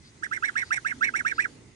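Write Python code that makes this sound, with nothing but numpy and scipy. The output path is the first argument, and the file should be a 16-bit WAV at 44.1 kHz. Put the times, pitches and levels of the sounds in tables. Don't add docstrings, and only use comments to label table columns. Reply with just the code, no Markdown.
import sys
import numpy as np
from scipy import signal
from scipy.fft import rfft, irfft, next_fast_len
from scipy.io import wavfile
from scipy.ndimage import uniform_filter1d

SR = 44100
rng = np.random.default_rng(int(sys.argv[2]) if len(sys.argv) > 2 else 0)


def persist_wave(psi):
    counts = np.round(np.clip(psi, -1, 1) * 32767).astype(np.int16)
    wavfile.write(sys.argv[1], SR, np.atleast_2d(counts).T)


def volts_from_decibels(level):
    exponent = np.asarray(level, float) / 20
    return 10 ** exponent


N = 77175


def evened(x):
    return x / np.sqrt(np.mean(x ** 2) + 1e-20)


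def read(points, hz):
    f, value = np.transpose(points)
    return np.interp(np.log(hz + 1), np.log(f + 1), value)


def add(mix, start_s, sound):
    part = mix[round(start_s * SR):][:len(sound)]
    part += sound[:len(part)]


def bump(u, at, wide):
    return np.exp(-0.5 * ((u - at) / wide) ** 2)


def half_sine(length_s):
    return np.sin(np.pi * np.arange(0, length_s, 1 / SR) / length_s)


def wobble(n, size):
    return evened(uniform_filter1d(uniform_filter1d(rng.standard_normal(n), size), size))


def resonate(x, hz, width_hz):
    turn = np.exp(2j * np.pi * hz * np.arange(len(x)) / SR)
    r = np.exp(-np.pi * width_hz / SR)
    return 2 * (turn * signal.lfilter([1 - r], [1, -r], x / turn)).real


def resonant_noise(n, peaks):
    total = np.zeros(n)
    for hz, width_hz, level_db in peaks:
        once = resonate(rng.standard_normal(n), hz, width_hz)
        total += volts_from_decibels(level_db) * evened(resonate(once, hz, width_hz))
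    return evened(total)


def ports(x, balance, lag):
    # hz, lag_rad
    port_lag = [(300, .3), (700, .6), (1050, 1.9), (1700, 2.25), (2400, 4.7), (3450, 9.2), (5600, 13.2),
                (10000, 20)]
    size = next_fast_len(N + 4096)
    hz = np.fft.rfftfreq(size, 1 / SR)
    half = volts_from_decibels(read(balance, hz) / 2) * np.exp(0.5j * lag * read(port_lag, hz))
    return irfft(rfft(x, size) * np.array([half, 1 / half]), size)[:, :N]


def field(spectrum, patchy_db):
    # hz, correlation
    yard_same = [(25, 0.58), (60, 1), (350, 0.76), (700, 0.18), (1100, 0.11), (10000, 0.093)]
    frames, hz = N // 256 + 5, np.fft.rfftfreq(1024, 1 / SR)
    a, b, c, d, patch = rng.standard_normal((frames, 513, 5)).T
    patch = evened(uniform_filter1d(uniform_filter1d(patch, size=8, axis=0), size=12, axis=1))
    same = np.clip(read(yard_same, hz), -1, 1)[:, None]
    left = a + 1j * b
    right = same * left + np.sqrt(1 - same ** 2) * (c + 1j * d)
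    level = volts_from_decibels(read(spectrum, hz)[:, None] + patchy_db * patch)
    z = np.array([left, right]) * level
    return evened(signal.istft(z, nperseg=1024, noverlap=768)[1][:, :N])


def yard():
    # hz, density_db
    rumble = [(12, -43.5), (20, -19), (27, -24.5), (59, -17), (113, 9.5), (140, -15), (200, -2), (260, -19),
              (440, -120)]
    # hz, density_db
    roar = [(140, -25), (200, -3), (300, 0), (400, -3), (560, -14), (900, -16), (1200, -40)]
    # time_s, level_db
    traffic = [(0, -65.5), (.35, -56), (.85, -59), (1.05, -52.5), (1.5, -52), (1.75, -61)]
    # hz, density_db
    garden = [(410, 0), (700, -6), (880, 0.5), (965, 1), (2130, -0.5), (4130, -3), (6750, -3.5),
              (10300, -8), (10800, -42.5), (14000, -55), (22000, -120)]
    # time_s, gain_db
    leaves = [(0, 0), (.2, 1.5), (.5, 6.5), (1.1, 5.5), (1.5, 4.5), (1.75, -2)]
    # hz, width_hz, level_db
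    drones = [(119.2, 25, -61), (2026, 210, -72.5), (6500, 200, -78)]
    t = np.arange(N) / SR
    bed = volts_from_decibels(-57.5 + 1.03 * wobble(N, size=2500)) * field(rumble, 1.0)
    bed = bed + volts_from_decibels(np.interp(t, *np.transpose(traffic))) * field(roar, 0.93)
    bed = bed + volts_from_decibels(-61 + np.interp(t, *np.transpose(leaves))) * field(garden, 1.9)
    for hz, width_hz, level_db in drones:
        bed = bed + volts_from_decibels(level_db) * resonant_noise(N, [(hz, width_hz, 0)])
    return ports(bed, KEEP_YARD_PORT_DB, 0)


# hz, left_minus_right_db
KEEP_YARD_PORT_DB = [(300, -3.5), (1100, -0.5), (2050, -9), (3400, 2), (5200, 2.5), (6600, 10),
                     (8400, -3.5), (10500, -3)]


def patio(x):
    # delay_s, level_db
    echoes = [(.0032, -26), (.0075, -21), (0.011, -19)]
    tail_db, t60_s = -29, 0.22
    size = SR // 2
    taps = np.zeros((2, size))
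    at = np.arange(400, size - 20, 20)
    signs = rng.choice([-1.0, 1.0], (2, len(at)))
    np.put_along_axis(taps, at + rng.integers(0, 20, (2, len(at))), signs, 1)
    taps *= volts_from_decibels(-60 * np.arange(size) / SR / t60_s)
    taps *= volts_from_decibels(tail_db) / np.linalg.norm(taps[0])
    taps[:, 0] = 1
    for delay_s, level_db in echoes:
        taps[[0, 1], [round(delay_s * SR), round(delay_s * SR * 1.07)]] += volts_from_decibels(level_db)
    return signal.fftconvolve(x, taps, axes=1)[:, :N]


def bill_ticks(mix):
    # time_s, level_db, pitch_hz
    ticks = [
        (0.542, -46, 1716),
        (0.7963, -44, 1670),
    ]
    t = np.arange(400) / SR
    for time_s, level_db, hz in ticks:
        add(mix, time_s - 0.003, volts_from_decibels(level_db) * bump(t, 0.0039, 0.00082) * np.sin(2 * np.pi * hz * t))


def throat_grunt(mix):
    # start_s, length_s, level_db, hz, width_hz
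    start_s, length_s, level_db, hz, width_hz = (0.84, 0.31, -51.5, 251.5, 51)
    shape = half_sine(length_s)
    add(mix, start_s, volts_from_decibels(level_db) * shape * resonant_noise(len(shape), [(hz, width_hz, 0)]))


def inhales(mix):
    # start_s, length_s, level_db
    breaths = [
        (.015, 0.1, -58),
        (.63, 0.088, -54),
        (.93, 0.07466, -67.5),
        (1.325, 0.097, -51.5),
    ]
    # hz, width_hz, level_db
    inward = [(4750, 550, 0), (3900, 900, -4), (2100, 600, -7)]
    for start_s, length_s, level_db in breaths:
        shape = half_sine(length_s)
        add(mix, start_s, volts_from_decibels(level_db) * shape * resonant_noise(len(shape), inward))


def peep(call, form, strain):
    # multiple, level_db
    overtones = [(2, -19), (3, -23.5), (4, -25.5)]
    # hz, width_hz, level_db
    throat = [(1684, 174, 6.5), (2200, 687, 8.5), (1300, 100, -8)]
    # hz, width_hz, level_db
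    bill = [(3620, 560, -4), (5656, 540, 4.5), (7790, 700, 3), (9035, 890, -5.5), (2373, 1400, -20.5),
            (813, 431.9, -4), (6810, 500, -4.5)]
    _, length_s, effort_db, low_hz, high_hz = call
    lean, swell_s, end_hz, high_db, weak = form
    breath_db, late_db, over_db, onset_db, upper_db = strain
    start_hz, high_foot_hz, jitter_hz, shimmer_db = 1297.6, 320.3, 70, 5
    hold_s, fall_s, sag_db, onset_s = 0.005007, 0.003, -5.5, 0.0074
    t = np.arange(0, length_s + 0.016, 1 / SR)
    n, u = len(t), np.minimum(t / length_s, 1)

    v = np.clip((t - hold_s) / (length_s - hold_s), 0, 1)

    def climb(power):
        return np.tanh(1.1 * np.sin(np.pi * v ** power) ** 0.95) / np.tanh(1.1)

    def phase(foot_hz, top_hz, curve):
        hz = foot_hz + (top_hz - foot_hz) * curve + jitter_hz * arch ** 2 * wobble(n, size=60)
        return 2 * np.pi * np.cumsum(hz) / SR

    arch, lead = climb(lean), climb(lean * 0.99)
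    foot = start_hz + (end_hz - start_hz) * u
    low = phase(foot, low_hz, arch)
    high = phase(foot + high_foot_hz * np.minimum(u / 0.455, 1), high_hz, lead)

    shim = [volts_from_decibels(shimmer_db * arch ** 2 * (np.tanh(wobble(n, size=130)) - 1.5)) for _ in range(3)]
    low_dips_db = -15 * bump(u, weak, 0.12) - 6.5 * bump(t, 1.675 * hold_s, 0.0013565)
    a = volts_from_decibels(low_dips_db) * shim[0]
    b = volts_from_decibels(high_db) * np.clip(np.minimum((u - 0.078) / 0.16, (1 - u) / 0.089), 0, 1) ** 2 * shim[1]

    sides = volts_from_decibels(max(upper_db, -13)) * shim[2] * arch ** 3 * np.cos(2 * high - low)
    sides = sides + volts_from_decibels(-20) * arch * np.cos(2 * low - high)
    rasp = volts_from_decibels(-11) * arch ** 2 * wobble(n, size=14) * np.cos(high)
    folds = a * np.cos(low) + b * (np.cos(high) + sides + rasp)
    edges = np.clip(np.minimum(t / swell_s, (length_s - t) / fall_s), 0, 1) ** 1.06
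    shape = volts_from_decibels(effort_db + sag_db * u) * edges
    voice = volts_from_decibels(-2.5) * folds * shape
    for hz, width_hz, level_db in throat:
        voice = voice + volts_from_decibels(level_db) * resonate(folds * shape, hz, width_hz)

    push = bump(u, 0.41, 0.11) + volts_from_decibels(-12) * arch + volts_from_decibels(late_db) * bump(u, 0.798, 0.069)
    over = np.zeros(n)
    for k, level_db in overtones:
        pair = a * np.cos(k * low) + b * np.cos(high + (k - 1) * low)
        over += volts_from_decibels(level_db + over_db) * shim[k % 2] * pair
    over = push * over * (1 - 0.6 / 2 + 0.6 * wobble(n, size=40))
    over = 0.78 * over + sum(2.1144 * resonate(over, hz, 1.64 * width_hz) for hz, width_hz, _ in bill[:3])
    over = over + volts_from_decibels(-12.5 + onset_db) * np.cos(2 * low) * bump(t, onset_s / 2, onset_s / 3)
    gust = volts_from_decibels(-17.5 + breath_db + 4.8 * np.tanh(wobble(n, size=150)))
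    puffs = push * (1 + 0.24 * np.cos(high - low)) * shape * gust
    return voice + over * shape, puffs * np.array([resonant_noise(n, bill) for _ in range(3)])


def goose():
    # start_s, length_s, effort_db, low_top_hz, high_top_hz
    calls = [
        (0.223, 0.047, -32, 1770, 1943),
        (.311, 0.071, -31, 1844, 2170),
        (.423, 0.078, -28, 1893, 2220),
        (.553, 0.085, -28, 1933, 2200),
        (0.705, 0.081356, -27, 1910, 2200),
        (0.846, 0.084, -29, 1885, 2220),
        (1.008, .089, -25.5, 1957, 2278),
        (1.137, 0.079, -28, 1926, 2280),
        (1.248, 0.082, -27, 1965, 2370),
        (1.38, 0.083, -25, 2011, 2480),
    ]
    # arch_lean, swell_s, closing_hz, high_voice_db, low_weakest_share
    forms = [(1.1, 0.014, 1320, -2.5, 0.66), (1.15, 0.0063, 1350, -3, .6),
             (1.1, 0.0069, 1252.4, -3.5, 0.62), (0.81, 0.008, 1350, -3, 0.69), (1, .006, 1350, -3.5, 0.69),
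             (1, 0.0068, 1310, -4, 0.63), (1.3, 0.0091, 1400, -4.5, 0.72), (1.2, 0.0058, 1230, -3.5, .52),
             (1.05, 0.0051, 1350, -8, 0.64), (1., 0.0061, 1250, -9.5, 0.61)]
    # breath_db, late_breath_db, overtones_db, onset_db, upper_sideband_db
    strains = [(7, -8, 6, -18, -16), (3.5, -4, 5, 1, -26.5), (-0.5, -5.5, 7.5, 5.5, -15),
               (1.5, -10.5, 9, 6, -7.5), (7, -3, 2, 8, -1), (0.5, -11, 4.5, 7, -3.5),
               (-1.5, -7, 5.5, 2.5, -4), (3, -4.5, 4.5, 7.5, -20), (1, -3.5, 5.5, 4, -48),
               (-0.5, -6, 3, 5, -36)]
    clear, airy = np.zeros(N), np.zeros((N, 2))
    for call, form, strain in zip(calls, forms, strains):
        voice, breath = peep(call, form, strain)
        add(clear, call[0], voice + 0.36 * breath[0])
        add(airy, call[0], 0.72 * breath[1:].T)
    inhales(clear)
    throat_grunt(clear)
    bill_ticks(clear)
    return clear + airy.T


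def scene():
    # hz, left_minus_right_db
    goose_port_db = [(300, -4), (1100, -8), (2150, -10), (3400, 4), (5200, 2.5), (6500, 9), (8200, -9),
                     (9800, -20)]
    return ports(patio(goose()), goose_port_db, 0.97) + yard()


def top_cut(x):
    return signal.sosfilt(signal.butter(12, 11000, fs=SR, output="sos"), x)


def record(dry):
    lowpass = signal.firwin(255, 10350, window=("kaiser", 8), fs=SR)
    return top_cut(signal.oaconvolve(dry, lowpass[None], "same"))


dry = scene()
out = record(dry)
persist_wave(out)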